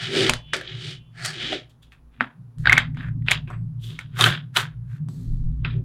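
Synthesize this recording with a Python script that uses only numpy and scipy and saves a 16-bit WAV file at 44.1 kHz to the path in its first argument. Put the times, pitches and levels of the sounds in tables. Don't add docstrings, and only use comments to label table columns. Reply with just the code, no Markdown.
import sys
import numpy as np
from scipy import signal
from scipy.fft import rfft, irfft, next_fast_len
from scipy.io import wavfile
from scipy.ndimage import uniform_filter1d

SR = 44100
rng = np.random.default_rng(int(sys.argv[2]) if len(sys.argv) > 2 else 0)


def waveform_to_disk(signal):
    frames = np.transpose(np.atleast_2d(signal))
    scaled = np.clip(frames, -1, 1) * 32767
    samples = np.round(scaled).astype(np.int16)
    wavfile.write(sys.argv[1], SR, samples)


N = 257544

# (fall by 60 dB, scaled for each tone)
SNAPS = [(0.2947, -8.5, 1050, 0.5, -4.5, 0.0089), (0.2959, -3, 2550, -13, -7.5, 0.0057),
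         (0.3358, -9, 1910, 2.5, -8.5, 0.0031), (0.5342, -7.5, 1700, -11, -15.5, .0048),
         (0.5658, -31, 2180, -4, 0, 0.0066), (0.6114, -25.5, 1690, -4, -14, .029),
         (0.6756, -43, 1950, 17.5, -19, 0.035), (1.251, -38, 1450, 14, 19.5, 0.061),
         (1.2591, -37.5, 1600, -7, 22.5, .015), (1.5218, -29, 1706, 11, -19.5, .012),
         (1.9209, -37.5, 2547, -6.5, -28.5, .0031), (2.208, -.5, 1544, -25.5, -70, 0.0058),
         (2.5839, -46.5, 1860, 3.5, 1.5, .0054), (2.6397, -41, 1580, -17, -26, .024),
         (2.657, -7.5, 1745, -12, -37, 0.014), (2.6716, -2.5, 1555, -6.5, -39, 0.023),
         (2.6799, -28.5, 1670, 7.5, -20, .036), (2.6959, 0.5, 2130, -15, -28, .015),
         (2.7227, -2.5, 1566, -13, -23, 0.02), (2.7282, 5.5, 2125, -17.5, -24, 0.0071),
         (2.733, -10, 2130, -11, -24, .012), (2.7685, -10, 2220, -18, -33.5, .013),
         (2.7761, -9, 1540, -4.5, -33, .058), (2.7796, 3.5, 2069, -22, -20, .012),
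         (2.9471, -40, 2017, -14, -16.5, .0059), (2.9715, -27, 1530, -17.5, -30.5, .0042),
         (3.0078, -27, 1670, -14, -36, 0.015), (3.0308, -35.5, 1700, -9, -27.5, 0.018),
         (3.0548, -38.5, 1640, -19, -27.5, .024), (3.0864, -38, 1630, -16.5, -22.5, .005),
         (3.2227, -46.5, 1997, -8, -24, .009), (3.264, -36.5, 1630, -7, -16, 0.0049),
         (3.275, -29, 1940, -14.5, -27, 0.018), (3.2844, -2.5, 2470, -17, -34, 0.0041),
         (3.305, -18, 2000, -10.5, -21, 0.0054), (3.3109, -14.5, 2125, 0, -1.5, 0.037),
         (3.3163, 2, 2350, -4.5, -17, .006), (3.3512, -26.5, 2690, -5, -31, .017),
         (3.475, -42.5, 2550, -11, -29, 0.02), (3.5024, -29, 1090, -26.5, -19, .013),
         (3.5108, -29, 1141, -27, -27, .025), (3.99, -17, 2210, -14.5, -17.5, 0.0064),
         (3.992, -33, 1450, -4.5, -16, 0.022), (4.189, -21, 1350, -15, -18, 0.026),
         (4.1938, -19, 1275, -9.5, -15.5, .019), (4.2097, -13.5, 1075, 10, 3, 0.049),
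         (4.222, -13, 1400, -1, -2.5, 0.056), (4.2399, -6.5, 1306, 7, -8.5, 0.031),
         (4.2605, -8.5, 1500, -11.5, -11.5, .027), (4.267, -5.5, 1535, -13, -21, .016),
         (4.563, -21, 1440, 12, -5, .03), (4.5696, -12.5, 1100, 10.5, 2, .015),
         (4.577, -10.5, 1290, -1.5, -11.5, 0.0033), (4.6043, -21, 1516, -3.5, -9.5, .012),
         (5.0863, -37, 997, -7, -5, .006), (5.6484, -15.5, 2651, -13.5, -44, .014),
         (5.6505, -23.5, 1350, -6, -49.5, .013), (5.7061, -42, 2455, 4.5, -29.5, .046)]


def gain_of(db):
    return 10 ** (np.asarray(db) / 20)


def evened(x):
    return x / np.sqrt(np.mean(x ** 2) + 1e-20)


def peaked(x):
    return x / np.abs(x).max()


def smoothed_noise(span):
    once = uniform_filter1d(rng.standard_normal(N), span)
    return evened(uniform_filter1d(once, span))


def read(points, hz):
    f, value = np.transpose(points)
    return np.interp(np.log(hz + 1), np.log(f + 1), value)


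def level(rows, order):
    s, db = np.asarray(rows)[:, 0], np.asarray(rows)[:, order]
    times = np.r_[s[0] - .004, s, s[-1] + .02]
    return gain_of(np.interp(np.arange(N) / SR, times, np.r_[-130, db, -130]))


def moves(rows, bend, pace):
    rows = np.asarray(rows)
    t = np.arange(0, N + 16, 16) / SR
    s, rise, hold, fade = rows[:, :4, None].transpose(1, 0, 2)
    before = np.maximum(s - t, 0) / rise
    after = np.maximum(t - s - hold, 0) / fade
    curves = []
    for db, fade_factor in zip(rows[:, 4:].T, pace):
        shapes = gain_of(-60 * (before + after / fade_factor) ** bend)
        curves.append(np.interp(np.arange(N) / SR, t, gain_of(db) @ shapes))
    return curves


def coloured(x, points):
    size = next_fast_len(N)
    shape = gain_of(read(points, np.fft.rfftfreq(size, 1 / SR)))
    return evened(irfft(rfft(x, size) * shape, size)[:N])


def band(x, hz, width, steady=0):
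    pole = np.exp((2j * np.pi * hz - np.pi * width) / SR)
    z = signal.lfilter([1], [1, -2 * pole, pole ** 2], x + 1e-12)
    return evened((z / np.abs(z) ** steady).real)


def grains(per_s, spread_db, hiss, flutter_db):
    draw, size, sign = rng.random(N), rng.exponential(1, N), rng.standard_normal(N)
    clumps = gain_of(flutter_db * smoothed_noise(200))
    ticks = evened((draw < per_s / SR) * gain_of(spread_db * np.minimum(size, 4)) * sign)
    return clumps * (ticks + hiss * rng.standard_normal(N))


def stillness():
    # frequency_hz, relative_level_db
    air_spectrum = [(160, -27), (280, -1.5), (420, -3.5), (551, -10), (1120, -9.5), (2060, -21.5),
                    (5600, -29), (9500, -34.5), (16000, -33)]
    air_db, whine_db = -68.5, -86
    whine_hz, buzz_hz = 10002, 100
    t = np.arange(N) / SR
    whine = np.sin(2 * np.pi * whine_hz * t) * (1 + np.sin(2 * np.pi * buzz_hz * t))
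    air = coloured(rng.standard_normal(N), air_spectrum)
    return gain_of(air_db) * air + gain_of(whine_db) * whine


def rumble():
    # start_s, lowest_modes_db, middle_modes_db, upper_modes_db
    rumble_rows = [(0.0, -57, -45, -56.5), (0.21, -69, -30.5, -33.5), (0.31, -28.5, -32, -31),
                   (0.41, -49, -47.5, -64), (1.3, -59, -44.5, -62.5), (1.45, -51, -41, -43),
                   (1.76, -60, -53.5, -68.5), (2.15, -48.5, -56, -68), (2.23, -52, -40, -32),
                   (2.32, -67.5, -58.5, -62), (2.54, -60, -52, -66), (2.6, -29, -32.5, -59),
                   (2.67, -29.5, -24.5, -42), (4.03, -49.5, -36, -56.5), (4.2, -48, -30, -59),
                   (4.31, -53, -20, -35), (4.41, -66, -33.5, -58.5), (4.88, -42, -35.5, -71),
                   (5.02, -69, -27.5, -53.5), (5.32, -28.5, -30, -45.5), (5.82, -38, -30, -49),
                   (5.84, -40, -45, -46.5)]
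    # pitch_hz, one_pass_width_hz, relative_level_db, rumble column that drives it
    mode_rows = [(26, 20, -12, 1), (58, 9, -2, 1), (117, 12, -3.5, 2), (151, 26, -5, 2), (236, 9, -4, 3),
                 (255, 50, -4, 3)]
    # full_at_s, rise_s, hold_s, fade_s (60 dB each way), deep_sway_db, middle_modes_db
    sway_rows = [(.02, .1, 0.018, 0.16, -61, -35), (.31, .03, .02, .25, -36, -36),
                 (.73, 0.093, .03, .2, -70, -37), (.84, .1, 0.051, 0.28, -69, -36.5),
                 (1.24, .2, .04, 0.23, -75, -40), (2.4, .1, 0.028, 0.18, -70, -42.5),
                 (2.59, .03, 0.011, .2, -36.5, -40), (3.07, 0.11, 0.077, .3, -49.5, -29.5),
                 (3.55, .15, .1, .4, -48, -33), (4.6, .1, 0.027, .3, -55, -33),
                 (5.34, 0.21, .01, .12, -22, -45), (5.46, .15, .02, 0.16, -21, -39.5),
                 (5.61, .1, .01, .3, -32, -35.5), (5.78, 0.093, 0.025, .12, -50, -25)]
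    lumps_db, lump_s = 2.2, .06
    sway_hz, sway_width_hz = 26, 20

    deep, middle = moves(sway_rows, 1.3, [1, 1])
    drive = {order: level(rumble_rows, order) for order in (1, 2, 3)}
    drive[2] = drive[2] + middle
    out = deep * band(rng.standard_normal(N), sway_hz, sway_width_hz, 0.5)
    for hz, width, db, order in mode_rows:
        lumps = evened(gain_of(lumps_db * smoothed_noise(round(lump_s * SR))))
        out += gain_of(db) * drive[order] * lumps * band(rng.standard_normal(N), hz, width, 0.13)
    return out


def lingering():
    # pitch_hz, one_pass_width_hz, relative_level_db
    block_rings = [(2465, 40, -9), (2747, 20, -3), (3001, 14, 0), (3091, 30, -3), (3430, 14, -1),
                   (3050, 600, -2)]
    # start_s, level_db
    stretches = [
        [(0.34, -42), (0.426, -55.5), (0.52, -51), (0.535, -33)],
        [(0.96, -51), (0.988, -58), (1.118, -71), (1.17, -63)],
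    ]
    tones = sum(gain_of(db) * band(rng.standard_normal(N), hz, width, .3) for hz, width, db in block_rings)
    return sum(level(rows, order=1) for rows in stretches) * evened(tones)


def pings():
    # start_s, level_db
    ping_rows = [(3.5, -73), (5.087, -68.5)]
    # pitch_hz, relative_level_db, ring_s (fall by 60 dB)
    ping_tones = [(4560, -0.5, 0.57), (7860, 5.5, 0.42)]
    t = np.arange(N) / SR
    out = np.zeros(N)
    for s, db in ping_rows:
        for hz, tone_db, ring_s in ping_tones:
            decay = (t > s) * gain_of(db + tone_db - 60 * np.maximum(t - s, 0) / ring_s)
            out += decay * np.sin(2 * np.pi * hz * t)
    return out


def table_hum():
    modes = [(374, 55, 1), (320, 150, 0.53), (492, 240, 0.32)]  # pitch_hz, one_pass_width_hz, relative amplitude
    return evened(sum(g * band(rng.standard_normal(N), hz, width, .3) for hz, width, g in modes))


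def slides():
    # full_at_s, rise_s, hold_s, base_fade_s (rise and fade span 60 dB),
    # low_rub_db, scrape_db, fizz_db, table_hum_db
    push_rows = [(.028, 0.18, 0.0071, 0.28, -35.5, -31.5, -44, -51.5),
                 (.18, .2, .055, .15, -31, -25, -33, -21), (.27, .08, .015, .1, -31, -30, -39, -36),
                 (.33, 0.088, 0.027, 0.13, -45, -51, -48, -55),
                 (.537, 0.0098, 0.0019, 0.057, -24.5, -26, -31.5, -44),
                 (.555, 0.035, 0.0035, 0.19, -36, -44.5, -42.5, -36.5),
                 (.7, 0.45, .02, .35, -49.5, -42, -78, -51.5),
                 (.85, 0.28, 0.068, 0.16, -50.5, -39.5, -49.5, -49.5),
                 (1.2, 0.12, 0.027, 0.27, -42, -54, -51, -55),
                 (1.253, 0.062, 0.016, 0.19, -34.5, -47, -32, -54.5),
                 (1.42, 0.29, .11, 0.22, -41, -32, -51, -42),
                 (1.533, 0.089, 0.0037, 0.14, -48, -44.5, -56, -29.5)]
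    push_pace = [1.01, 0.98, .85, 1.05]
    # frequency_hz, relative_level_db
    rub_spectrum = [(320, -45), (550, -20.5), (704, -6.5), (1030, -17.5), (1260, -3.5), (1500, -2.5),
                    (1660, 1.5), (1750, 1.5), (2600, -9.5), (3380, -33.5), (5720, -120)]
    scrape_spectrum = [(1290, -45), (2200, -6.5), (2370, -5.5), (2770, -9), (2900, 2.5), (3320, 2),
                       (3890, -3), (4190, -11), (5600, -21), (7280, -28.5), (12300, -120)]
    fizz_spectrum = [(2650, -31.5), (4500, 0.5), (6010, -12), (6670, -12.5), (8200, -11), (9480, -15),
                     (10200, -23.5), (15500, -38.5)]

    low, high, bright, press = moves(push_rows, 1.284, push_pace)
    contacts = grains(3300, 1.2, 1.0, 1.0)
    rub = low * coloured(contacts, rub_spectrum)
    scrape = high * coloured(contacts, scrape_spectrum)
    fizz = bright * coloured(contacts, fizz_spectrum)
    return rub + scrape + fizz + press * table_hum()


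def cluster_ring(x, width_hz):
    s, hz = np.asarray(SNAPS)[:, 0], np.asarray(SNAPS)[:, 2]
    latest = np.maximum(np.searchsorted(s, np.arange(N) / SR) - 1, 0)
    turn = np.exp(2j * np.pi * np.cumsum(hz[latest]) / SR)
    r = np.exp(-np.pi * width_hz / SR)
    return evened((turn * signal.lfilter([1], [1, -2 * r, r * r], x / turn)).real)


def fingers():
    # full_at_s, rise_s, hold_s, base_fade_s (rise and fade span 60 dB),
    # low_rattle_db, high_rattle_db, rustle_db, table_hum_db
    finger_rows = [(1.698, .02, .002, 0.17, -75, -66, -66, -79),
                   (1.826, .015, 0.0019, 0.19, -72, -58, -63.5, -75.5),
                   (1.922, .02, 0.0019, 0.17, -56.5, -63.5, -66, -83),
                   (2.14, 0.082, 0.0092, .2, -66, -70, -85, -74.5),
                   (2.211, .022, .002, .1, -32, -43.5, -64, -56), (2.23, .1, .005, .24, -46, -58, -72, -62),
                   (2.586, .01, .05, 0.11, -68, -76, -63.5, -62.5),
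                   (2.66, .03, 0.048, 0.13, -27, -38, -62, -48),
                   (2.73, .05, 0.011, 0.16, -27, -35, -57, -43),
                   (2.785, .05, .015, 0.15, -28, -33, -60, -58), (2.975, .05, .02, .13, -48, -50, -73, -64),
                   (3.02, .08, .06, .1, -46, -62, -74, -70), (3.285, .05, .06, .14, -36, -32.5, -60, -52),
                   (3.32, 0.057, .002, .1, -36, -34, -39, -55),
                   (3.478, .012, 0.011, 0.11, -49, -58.5, -72, -52),
                   (3.51, 0.073, 0.028, 0.14, -47.5, -67, -72, -53),
                   (3.84, 0.091, .02, 0.49, -68, -47.5, -53.5, -65),
                   (3.91, .15, .02, .15, -62.5, -60.5, -69.5, -56),
                   (3.995, 0.037, 0.015, 0.12, -46.5, -52.5, -62, -80),
                   (4.16, 0.11, 0.011, .2, -52, -56, -75, -60),
                   (4.2, 0.069, 0.025, 0.17, -25.5, -29.5, -32, -42),
                   (4.25, 0.067, 0.024, .22, -26, -26.5, -34, -33),
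                   (4.33, .1, .03, .15, -48, -42, -65, -55), (4.566, 0.039, .01, .12, -25, -33, -30, -45),
                   (4.6, .08, .01, .2, -36, -40, -42, -55), (4.92, .2, .05, .13, -60.5, -73, -70, -84),
                   (5.09, .012, .1, 1.3, -72, -76, -63, -57),
                   (5.652, .02, 0.0018, 0.11, -31, -37.5, -95, -47.5),
                   (5.68, .12, 0.063, .1, -55, -54, -91, -58), (5.76, .1, 0.046, .1, -80, -85.5, -91, -46)]
    finger_pace = [1.09, 1.03, .85, 0.77]
    # frequency_hz, relative_level_db
    rattle_spectrum = [(290, -47), (500, -15), (904, -13), (957, -8.5), (1540, -2.5), (1740, -2),
                       (2200, -7.5), (2700, -12), (3510, -43.5), (5940, -120)]
    chatter_spectrum = [(1410, -33.5), (2400, -9.5), (2540, -5.5), (3250, 6.5), (3820, 2), (4180, -10.5),
                        (5000, -12), (6500, -50.5), (11000, -120)]
    rustle_spectrum = [(2350, -27.5), (4000, -6), (4190, -5), (5070, -11.5), (7140, -10.5), (9120, -13),
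                       (13700, -16.5), (16000, -26.5)]
    bend = 1.2
    treble_hz, treble_pace = 7500, .55

    low, high, bright, press = moves(finger_rows, bend, finger_pace)
    treble = moves(finger_rows, bend, np.full(4, treble_pace))[2]
    contacts = grains(1400, 1.0, 1.0, 1.9)
    rattle = 0.94 * coloured(contacts, rattle_spectrum) + 0.38 * cluster_ring(contacts, 540)
    chatter = coloured(contacts, chatter_spectrum)
    rustle = coloured(grains(2500, 1.5, 1.4, 0.91), rustle_spectrum)
    dull = signal.sosfiltfilt(signal.butter(2, treble_hz, fs=SR, output="sos"), rustle)
    skin = bright * dull + treble * (rustle - dull)
    return low * rattle + high * chatter + skin + press * table_hum()


def knock(db, hz):
    # pitch_hz, ring_s (fall by 60 dB)
    table_modes = [(245, 0.089), (390, 0.039), (520, 0.043), (620, 0.037), (740, 0.03)]
    t = np.arange(6000) / SR
    thud = np.zeros(len(t))
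    for f, ring_s in table_modes:
        favour_db = -25 * abs(np.log2(f / hz))
        thud += gain_of(favour_db - 60 * t / ring_s) * np.sin(2 * np.pi * f * t)
    return gain_of(db) * peaked(thud * (1 - np.exp(-t / 0.016)))


def snap(db, hz, upper_db, tick_db, t60):
    # pitch_factor, relative_level_db, ring_factor
    clack_tones = [(.7, -17, 0.77), (0.849, -10.5, 1.1), (1.0, 12.5, 0.83), (1.15, -4, 0.99),
                   (1.4, -13.5, 1.3)]
    # base_pitch_hz, relative_level_db (both with a random spread)
    upper_tones = [(2750, -2), (3070, 0.5), (3300, 1), (3550, 2.5), (3810, 1.5), (4400, -7)]
    t = np.arange(6000) / SR
    luck = rng.standard_normal((3, 12))
    blow = (rng.random(len(t)) < .015) * rng.standard_normal(len(t)) * 0.33 * gain_of(-60 * t / .03)
    blow[0] = 1
    rise = (1 - np.exp(-t / .00022)) ** 2

    def ring(f, ring_s):
        return rise * gain_of(-60 * t / ring_s) * np.sin(2 * np.pi * f * t)

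    def struck(tones):
        return peaked(signal.oaconvolve(tones, blow)[:len(t)])

    clack = sum(gain_of(g) * ring(hz * k * (1 + 0.0093 * u), t60 * d)
                for (k, g, d), u in zip(clack_tones, luck[0]))
    upper = sum(gain_of(g + 2 * v) * ring(f * (1 + .03 * u), 0.65 * t60)
                for (f, g), u, v in zip(upper_tones, luck[1], luck[2]))
    crack = rng.standard_normal(len(t)) * rise * gain_of(-60 * t / 0.014)
    tick = signal.sosfilt(signal.butter(2, [4800, 9500], "band", fs=SR, output="sos"), crack)
    body = struck(clack) + gain_of(upper_db) * struck(upper)
    body = signal.sosfilt(signal.butter(5, 4900, fs=SR, output="sos"), body)
    return gain_of(db) * (body + gain_of(tick_db) * peaked(tick))


def snaps():
    # start_s, level_db, pitch_hz of the spot struck
    knock_rows = [(0.2947, -22, 570), (0.3358, -33, 620), (0.5342, -24.5, 516), (0.5658, -35, 550),
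                  (0.6114, -35, 540), (1.252, -37, 605), (1.5218, -20.5, 677), (2.208, -25.5, 240),
                  (2.6716, -33.5, 259), (2.7227, -32, 251), (3.305, -26.5, 666), (3.5024, -41.5, 760),
                  (4.1938, -23, 740), (4.2097, -24, 400), (4.2399, -23.5, 370), (4.267, -22.5, 718),
                  (4.563, -27.5, 800), (4.577, -28, 406), (5.0863, -40, 220), (5.6505, -46.5, 617)]
    out = np.zeros(N + 6000)
    for rows, source in ((SNAPS, snap), (knock_rows, knock)):
        for s, *row in rows:
            sound = source(*row)
            out[round(s * SR):][:len(sound)] += sound
    return out[:N]


def room(x):
    # frequency_hz, ring_s (fall by 60 dB)
    decay_times = [(250, 0.17), (700, 0.31), (1700, 0.069), (4600, 0.18), (12000, 0.072)]
    hz, t, z = signal.stft(rng.standard_normal(SR // 2), SR, nperseg=128)
    decay = gain_of(-60 * t / read(decay_times, hz)[:, None])
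    tail = signal.istft(z * decay, SR, nperseg=128)[1]
    tail *= 1 - np.exp(-np.arange(len(tail)) / SR / 0.00092)
    return signal.oaconvolve(x, tail / np.linalg.norm(tail))[:N]


def scene():
    hits = snaps()
    wet_hits = hits + gain_of(-11.5) * room(hits)
    handling = slides() + lingering() + fingers() + pings()
    return (wet_hits + handling + rumble() + stillness())[None]


def record(dry):
    edge_hz = 16200
    low_pass = signal.firwin(511, edge_hz, window=("kaiser", 9), fs=SR)
    return signal.oaconvolve(np.clip(dry, -1, 1), low_pass[None], "same")


dry = scene()
out = record(dry)
waveform_to_disk(out)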